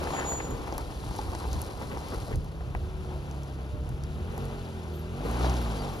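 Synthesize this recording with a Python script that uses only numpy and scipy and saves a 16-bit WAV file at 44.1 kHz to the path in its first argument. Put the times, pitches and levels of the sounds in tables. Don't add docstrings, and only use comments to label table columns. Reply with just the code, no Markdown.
import sys
import numpy as np
from scipy import signal
from scipy.fft import rfft, irfft
from scipy.io import wavfile
from scipy.ndimage import uniform_filter1d

SR = 44100
rng = np.random.default_rng(int(sys.argv[2]) if len(sys.argv) > 2 else 0)


def digitize_waveform(pressure):
    field = np.atleast_2d(pressure).T
    bounded = np.clip(field, -1, 1)
    quanta = np.round(bounded * 32767).astype(np.int16)
    wavfile.write(sys.argv[1], SR, quanta)


N = 264600
TIME = np.arange(N) / SR
HZ = np.fft.rfftfreq(N, 1 / SR)

# [f/Hz, level/dB]
EXHAUST_RESONANCE = [(33, -44), (46, -9), (62, -1.5), (77, -1.5), (92, -10), (110, -14.5), (142, -4),
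                     (165, -12), (190, -15), (240, -13.5), (275, -20), (305, -17.5), (335, -26), (366, -12),
                     (410, -22), (470, -19), (540, -32), (600, -23), (900, -38)]
# [multiple of the firing rate, level/dB]
HARMONICS = [(1, 0.5), (2, 1), (3, -2.5), (4, 0), (5, 1), (6, -4.5), (7, -5), (8, -5.5), (9, 2.5), (10, 2),
             (11, -4.5), (12, -5), (13, -1), (14, -3), (15, 1.5), (16, -17), (17, -4), (18, 4)]
# [t/s, firing rate/Hz]
ENGINE_SPEED = [(0, 38.2), (.7, 32.5), (2.55, 31.4), (2.76, 35), (2.95, 37.8), (3.2, 35.8), (3.45, 34.7),
                (3.61, 32.9), (3.82, 33.3), (4.11, 36.4), (4.3, 43.9), (4.43, 46.8), (4.6, 44.8),
                (4.84, 40.6), (5.0, 38.6), (5.12, 43), (5.33, 59), (5.48, 64.3), (5.63, 59.5), (5.84, 47.8),
                (6, 42.7)]
# [t/s, level/dB]
IDLE_LEVEL = [(0, -39), (.5, -46.5), (2.5, -40.5), (3, -39), (4.1, -37.5), (4.8, -38.5), (5.5, -36),
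              (5.8, -37), (6, -40.5)]
# [f/Hz, level/dB]
FAN_COLOUR = [(80, -14), (300, -10), (480, -19), (750, 8), (1000, -15.5), (1350, 5), (1900, -6), (2700, -3),
              (4000, -10.5), (6000, -48), (12000, -31)]
# [f/Hz, level/dB]
RUMBLE_COLOUR = [(15, -48), (28, -12), (42, 1.5), (60, 1.5), (85, -1.5), (130, -6.5), (190, -16.5),
                 (300, -24.5), (500, -28.5), (1200, -66)]
# [t/s, level/dB]
ROLLING = [(0, -40), (1.2, -37.5), (1.8, -39), (2.9, -34.5), (3.5, -43), (4.3, -36.5), (4.75, -46),
           (5.5, -35.5), (5.85, -41.5)]
# [t/s, level/dB]
BUMPS = [(.53, -32.5), (.77, -35), (1.08, -32), (1.27, -32.5), (1.47, -31), (1.54, -26), (2.18, -32),
         (2.354, -24), (2.76, -31.5), (3.75, -32), (3.83, -34), (3.92, -30.5), (4.03, -42), (4.19, -34),
         (4.39, -36.5), (5.99, -44)]
# [t/s, level/dB]
TYRE_EFFORT = [(0, -38), (.17, -35), (.5, -44.5), (.77, -43.5), (.95, -46), (1.17, -43.5), (1.55, -43.5),
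               (1.75, -47), (2.12, -44.5), (2.32, -47), (2.38, -54.5), (2.65, -51.5), (3.38, -49.5),
               (3.8, -53.5), (4.42, -48.5), (5.13, -51), (5.27, -41), (5.43, -36.5), (5.65, -41.5),
               (6, -43)]
# [t/s, rise and fall time/s, change/dB before each source's share]
SLIPS = [(0.523, 0.14, 7.5), (1.523, 0.027, -2), (1.668, 0.038, 6.5), (1.828, 0.035, 7.5),
         (1.929, 0.024, 10), (2.138, 0.019, 9.5), (2.32, 0.017, 10), (4.39, 0.1, 7), (5.26, 0.037, 10.5),
         (5.448, 0.047, 5)]
# [start t/s, end t/s, ease in/s, ease out/s]
STEERING_SPAN = (0.53, 2.58, 0.52, 0.23)
# [f/Hz, level/dB]
GRIND_COLOUR = [(80, -34.5), (170, -3.5), (330, 5), (520, -3), (620, -5), (760, 3.5), (880, 0.5),
                (1020, -0.5), (1180, -5), (1400, -6.5), (1700, -13), (2300, -11.5), (4000, -29),
                (9000, -39)]
CHURN_COLOUR = [(70, -28), (160, 2), (330, -1.5), (480, 1), (700, -15), (1200, -12.5), (1800, -22),
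                (2400, -26), (5000, -37)]
PATTER_COLOUR = [(700, 4), (1700, -10.5), (2800, 5.5), (4600, 2), (6000, -2), (7000, 1.5), (8200, -3),
                 (10000, 0), (12000, -7), (14000, -25), (16000, -13.5)]
GRIT_COLOUR = [(2000, -56), (4000, 11), (6500, 0), (8300, 7.5), (10500, 4), (12000, -3), (13800, -3),
               (16000, -24)]
# [t/s, peak level/dB, f/Hz before brightening]
CLACKS = [(0.04, -35.5, 4650), (0.051, -43, 4500), (0.071, -48, 2600), (0.199, -44, 2600),
          (0.216, -43, 2200), (0.322, -40, 2170), (0.335, -50, 3500), (0.508, -42, 8900),
          (0.7248, -40, 4000), (0.739, -42, 7000), (0.78, -30, 5900), (1.0688, -46, 4500),
          (1.128, -45, 4300), (1.152, -43, 4800), (1.1634, -38, 5660), (1.169, -42, 5800),
          (1.187, -36, 4200), (1.2144, -39, 4540), (1.35, -35.5, 4600), (1.401, -39, 4050),
          (1.531, -33, 5500), (1.545, -47, 4400), (1.617, -29.5, 7000), (1.626, -43, 3970),
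          (1.974, -46, 4550), (2.085, -40, 6500), (2.358, -37.5, 5700), (2.445, -48, 6000),
          (2.7497, -51, 5800), (3.312, -45, 3990), (3.4335, -42.5, 5000), (3.891, -44.5, 5800),
          (4.037, -38.5, 4560), (4.379, -39.5, 6400), (4.4545, -41, 6600), (5.313, -39.5, 6940),
          (5.4967, -32.5, 3700), (5.54, -39, 3300), (5.568, -35.5, 3500), (5.6156, -37.5, 10000),
          (5.624, -41, 9500)]
# [t/s, peak level/dB, ring f/Hz, hardness of the blow/dB per octave]
POPS = [(0.072, -23.5, 800, 3), (0.106, -27, 960, 4), (0.135, -25, 727, 0), (0.166, -27, 850, 8),
        (0.198, -33, 930, 2), (0.253, -31, 1000, 3), (0.321, -26, 730, 3), (0.334, -25, 650, -4),
        (0.357, -33, 705, 3), (0.404, -27, 840, -1), (0.511, -28.5, 564, 3), (0.725, -23, 750, -7),
        (0.781, -25, 925, 0), (1.038, -30.5, 910, -6), (1.111, -30, 755, -11), (1.152, -29.5, 810, -7),
        (1.19, -25, 835, -8), (1.333, -28, 860, -5), (1.35, -25, 740, -5), (1.441, -30, 790, -6),
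        (1.453, -29, 930, -6), (1.564, -32, 762, -1), (1.815, -26.5, 920, -1), (1.972, -27, 880, -5),
        (2.019, -36, 800, -3), (2.121, -31, 600, 0), (2.282, -31, 570, -2), (2.308, -36, 556, -2),
        (2.608, -34.5, 685, 2), (2.75, -21, 870, 4.5), (3.161, -36, 656, -8), (4.378, -30.5, 725, -5),
        (5.207, -31, 710, -7), (5.33, -33, 830, -3), (5.392, -31, 681, -2), (5.445, -21.5, 780, -2),
        (5.66, -31, 870, 2)]
# [multiple of ring f, level/dB, time to fall 60 dB/s]
POP_MODES = [(.45, 4, 0.035), (.85, 5.5, 0.023), (1, 17.5, 0.023), (1.15, 15.5, 0.0079), (1.85, 11.5, 0.01),
             (2.1, 9.5, 0.014), (2.5, 14, 0.0078)]
# [peak t/s, rise/s, fall/s, level/dB]
SQUEAL_SWELLS = [(0.196, 0.063, 0.012, -40.5), (0.299, 0.041, 0.075, -36), (0.38, 0.026, 0.013, -44.5),
                 (.443, 0.022, 0.034, -45.5), (.507, 0.0096, 0.045, -51.5)]
# [start t/s, length/s, first f/Hz, last f/Hz, level/dB]
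SQUEAKS = [(4.91, 0.13, 14400, 11300, -56.5), (5.763, 0.076, 4690, 4670, -49.5),
           (5.915, 0.085, 14200, 13700, -55)]
# [start t/s,
# length/s, level/dB, centre f/Hz]
SCRAPES = [(0.162, 0.092, -39.5, 1690), (0.397, 0.016, -37, 1690), (1.102, 0.12, -57, 4900),
           (1.498, 0.06, -53, 4300), (1.82, 0.019, -49, 1630), (1.911, 0.017, -45.5, 2020),
           (2.04, 0.15, -56, 4200), (2.119, 0.035, -41, 1080), (2.278, 0.048, -45, 714),
           (2.32, 0.026, -48, 1910), (5.409, 0.076, -47, 4140)]
# [f/Hz, lead/rad]
PORT_LEAD = [(0, 0), (60, .1), (140, .45), (300, .4), (1000, 1), (2000, 2), (3400, 5.7), (5200, 6.7),
             (6200, 5.6), (8300, 3.14), (11700, 0), (15000, -3.14)]
# [f/Hz, likeness 0-1, clipped at 1]
PORT_LIKENESS = [(50, 0.84), (130, 1), (300, 0.77), (1000, 0.51), (2000, 0.93), (2900, 0.06), (3900, 0.74),
                 (6500, 0.9), (8300, 1), (10000, 0.62), (14000, 1)]
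# [f/Hz, left minus right level/dB]
PORT_BALANCE = [(60, 0.3), (200, -1.5), (500, 0.5), (1300, 2.5), (3000, 4), (5000, 5), (6800, 0.5),
                (14000, -0.5)]

IDLE_HZ, FLYWHEEL_S, LOUDER_DB_PER_OCTAVE = 34.3, 0.077, 10
BUMP_RISE_S, BUMP_FALL_S = 0.021, 0.068
USUAL_EFFORT_DB = -45
SETTLE_S = 0.21
SQUEAL_HZ = 6981
SQUEAK_FLUTTER, CHATTER = .5, .1
EDGE_HZ = 14550
LEFT_RIGHT = np.array([[.5], [-.5]])


def gain_of(db):
    return 10 ** (np.asarray(db) / 20)


def unit_rms(x):
    return x / np.sqrt(np.mean(x ** 2) + 1e-20)


def over_time(rows):
    return np.interp(TIME, *np.transpose(rows))


def over_frequency(points, hz):
    f, value = np.transpose(points)
    return np.interp(np.log(hz + 1), np.log(f + 1), value)


def add(mix, s, sound):
    part = mix[max(round(s * SR), 0):][:len(sound)]
    part += sound[:len(part)]


def drift(hz):
    coarse = TIME[::100]
    f = np.fft.rfftfreq(len(coarse), coarse[1])
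    spectrum = rfft(rng.standard_normal(len(coarse))) / (1 + (f / hz) ** 2) ** 2
    slow = irfft(spectrum, len(coarse))
    return np.interp(TIME, coarse, unit_rms(slow))


def swell(s, rise_s, fall_s, rise_shape=2, fall_shape=1.5):
    away = abs(TIME - s)
    rise = (away / rise_s) ** rise_shape
    fall = (away / fall_s) ** fall_shape
    return np.exp(-np.where(TIME < s, rise, fall))


def coloured(x, points):
    hz = abs(np.fft.fftfreq(N, 1 / SR))
    log_gain = np.log(gain_of(over_frequency(points, hz)))
    response = np.exp(np.conj(signal.hilbert(log_gain)))
    return irfft(rfft(x) * response[:len(HZ)], N)


def band_noise(n, hz, octaves):
    f = np.fft.rfftfreq(n, 1 / SR) + 1
    bell = np.exp(-.5 * (np.log2(f / hz) / octaves) ** 2)
    return unit_rms(irfft(rfft(rng.standard_normal(n)) * bell, n))


def ports(shared, apart=None):
    z = rfft(shared) * np.exp(1j * over_frequency(PORT_LEAD, HZ) * np.array([[0], [-1]]))
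    if apart is not None:
        alike = np.clip(over_frequency(PORT_LIKENESS, HZ), 0, 1)
        z = np.sqrt(alike) * z + np.sqrt(1 - alike) * rfft(apart)
    return irfft(z * gain_of(over_frequency(PORT_BALANCE, HZ) * LEFT_RIGHT), N)


def scattered_noise(colour):
    noise = coloured(rng.standard_normal((3, N)), colour)
    return unit_rms(ports(noise[0], noise[1:]))


def stones(per_s, spread_db, largest, wash, colour):
    shape = (3, N)
    size = gain_of(spread_db * np.minimum(rng.exponential(1, shape), largest))
    struck = rng.random(shape) < per_s / SR
    clicks = size * rng.choice([-1, 1], shape) * struck
    sound = coloured(unit_rms(clicks) + wash * rng.standard_normal(shape), colour)
    return unit_rms(ports(sound[0], sound[1:]))


def knocking(per_s, spread_db, low_hz, high_hz, cycles, count=24):
    out, t = np.zeros(N), TIME[:SR // 25]
    for hz in np.geomspace(low_hz, high_hz, count):
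        size = gain_of(spread_db * np.minimum(rng.exponential(1, N), 2))
        blows = size * (rng.random(N) < per_s / count / SR)
        ring = np.sin(2 * np.pi * hz * t) * np.exp(-t * hz / cycles)
        out += signal.oaconvolve(blows, ring)[:N]
    return unit_rms(ports(out))


def firing_hz():
    return uniform_filter1d(over_time(ENGINE_SPEED), size=int(FLYWHEEL_S * SR), mode="nearest")


def revs():
    return np.log2(firing_hz() / IDLE_HZ)


def load_db():
    return over_time(IDLE_LEVEL) + LOUDER_DB_PER_OCTAVE * revs()


def effort_db():
    return over_time(TYRE_EFFORT) - USUAL_EFFORT_DB


def slips_db():
    return sum(db * swell(s, width_s, width_s) for s, width_s, db in SLIPS)


def steering():
    start, end, ease_in, ease_out = STEERING_SPAN
    return np.clip(np.minimum((TIME - start) / ease_in, (end - TIME) / ease_out), 0, 1)


def engine(rough=0.09, rough_per_order=.014, waver=0.0015, shaft_db=-22, uneven_db=.9):
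    hz = firing_hz() * (1 + waver * drift(10.36))
    turn = 2 * np.pi * np.cumsum(hz) / SR
    out = np.zeros(N)
    for k, db in HARMONICS:
        k = round(k)
        roughness = unit_rms(1 + (rough + rough_per_order * k) * drift(12.3))
        line = np.cos(k * turn + 2 * np.pi * rng.random()) * roughness
        half = gain_of(shaft_db) * np.cos((k + .5) * turn + 2 * np.pi * rng.random())
        sway = np.sin(2 * np.pi * (rng.uniform(0.492, 2.035) * TIME + rng.random()))
        sway_db = uneven_db * np.log(k) * sway
        out += gain_of(db + sway_db + over_frequency(EXHAUST_RESONANCE, k * hz)) * (line + half)
    return ports(out * np.sqrt(2) * gain_of(load_db()))


def fan(level_db=-19):
    return scattered_noise(FAN_COLOUR) * gain_of(load_db() + level_db)


def rumble(level_db=-1.5, steadiness=1.0):
    boom = scattered_noise(RUMBLE_COLOUR)
    power = abs(uniform_filter1d(boom[0] ** 2, size=4000)) + 1e-6
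    steady = unit_rms(boom / power ** (steadiness / 2))
    jolts = sum((gain_of(db) * swell(s, BUMP_RISE_S, BUMP_FALL_S)) ** 2 for s, db in BUMPS)
    return steady * gain_of(level_db) * np.sqrt(gain_of(over_time(ROLLING)) ** 2 + jolts)


def grinding(level_db=-44.5, clump_db=1.44, slip_share=0.13):
    knocks = gain_of(-4) * knocking(per_s=260, spread_db=2.5, low_hz=480, high_hz=1200, cycles=3)
    crunch = stones(per_s=1300, spread_db=2.5, largest=2.83, wash=0.51, colour=GRIND_COLOUR) + knocks
    return crunch * gain_of(level_db + effort_db() + slip_share * slips_db() + clump_db * drift(22))


def churning(level_db=-48, follow=0.57, slip_share=1.13, steering_db=1.5):
    shove = stones(per_s=500, spread_db=1.5, largest=6.6, wash=0.39, colour=CHURN_COLOUR)
    worked_db = follow * effort_db() + slip_share * slips_db() + steering_db * steering()
    return shove * gain_of(level_db + worked_db)


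def patter(level_db=-55.0, follow=0.71, steering_db=2, throttle_db=4.0, clump_db=1.0):
    clinks = gain_of(-7) * knocking(per_s=350, spread_db=3, low_hz=3100, high_hz=6200, cycles=14)
    ticks = stones(per_s=2400, spread_db=-2.5, largest=6.3, wash=0.81, colour=PATTER_COLOUR) + clinks
    landing = np.interp(TIME - SETTLE_S, TIME, revs())
    thrown_db = follow * effort_db() + steering_db * steering() + throttle_db * landing
    return ticks * gain_of(level_db + thrown_db + clump_db * drift(62))


def grit(level_db=-65, follow=1.0, steering_db=11, throttle_db=4, clump_db=2):
    ticks = stones(per_s=1400, spread_db=11, largest=3.8, wash=0.95, colour=GRIT_COLOUR)
    thrown_db = follow * effort_db() + steering_db * steering() + throttle_db * revs()
    return ticks * gain_of(level_db + thrown_db + clump_db * drift(60))


def clacks(level_db=6, decay_s=0.00045, rattle=0.077, rattle_s=0.0048, bright=1.28, rise_s=0.0004):
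    out, t = np.zeros(N), TIME[:SR // 20]
    shape = (np.exp(-t / decay_s) + rattle * np.exp(-t / rattle_s)) * (1 - np.exp(-t / rise_s))
    for s, db, hz in CLACKS:
        crack = band_noise(len(t), bright * hz, 0.61) * shape
        add(out, s, gain_of(db + level_db) * crack / abs(crack).max())
    return ports(out)


def pops(level_db=1.8, scatter=0.04, scatter_s=0.006, rise_s=.00025):
    out, t = np.zeros(N), TIME[:SR // 20]
    for s, db, hz, hard_db in POPS:
        ring = np.zeros(len(t))
        for k, mode_db, t60 in POP_MODES:
            mode = np.sin(2 * np.pi * hz * k * rng.uniform(1.0, 1.04) * t)
            ring += gain_of(mode_db + hard_db * np.log2(k) - 60 * t / t60) * mode
        blows = scatter * rng.standard_normal(len(t)) * np.exp(-t / scatter_s)
        blows[0] = 1
        knock = signal.fftconvolve(blows, ring * (1 - np.exp(-t / rise_s)))
        add(out, s, gain_of(db + level_db) * knock / abs(knock).max())
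    rubber = signal.butter(4, 2450, fs=SR, output="sos")
    return ports(signal.sosfilt(rubber, out))


def squeal(level_db=1, octave_db=-17, waver_hz=10):
    turn = 2 * np.pi * np.cumsum(SQUEAL_HZ + waver_hz * drift(40)) / SR
    swing = sum(gain_of(db + level_db) * swell(s, rise_s, fall_s, rise_shape=1.46, fall_shape=1.55)
                for s, rise_s, fall_s, db in SQUEAL_SWELLS)
    swing = swing * (1 + CHATTER * drift(60))
    octave = gain_of(octave_db) * swing / swing.max()
    return np.sqrt(2) * swing * (np.sin(turn) + octave * np.sin(2 * turn))


def squeaks():
    out = np.zeros(N)
    for s, length, first_hz, last_hz, db in SQUEAKS:
        n = int(length * SR)
        glide = np.linspace(1, 0, n) ** 1.5
        hz = (last_hz + (first_hz - last_hz) * glide) * (1 + 0.0072 * drift(600)[:n])
        shape = signal.windows.tukey(n, .7) * unit_rms(1 + SQUEAK_FLUTTER * drift(200)[:n])
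        add(out, s, gain_of(db) * shape * np.sin(2 * np.pi * np.cumsum(hz) / SR))
    return out


def brake():
    return ports(squeal() + squeaks())


def scrapes(octaves=0.48):
    out = np.zeros(N)
    for s, length, db, hz in SCRAPES:
        n = int(length * SR)
        add(out, s, gain_of(db) * band_noise(n, hz, octaves) * signal.windows.tukey(n, .6))
    return ports(out)


def scene(lean_db=0.5):
    gravel = (grinding() + churning()) * gain_of(lean_db * LEFT_RIGHT)
    loose_stones = patter() + grit() + clacks() + pops() + scrapes()
    return engine() + fan() + rumble() + gravel + loose_stones + brake()


def record(dry):
    edge = signal.firwin(511, EDGE_HZ, window=("kaiser", 9), fs=SR)
    return signal.oaconvolve(dry, edge[None], "same")


dry = scene()
out = record(dry)
digitize_waveform(out)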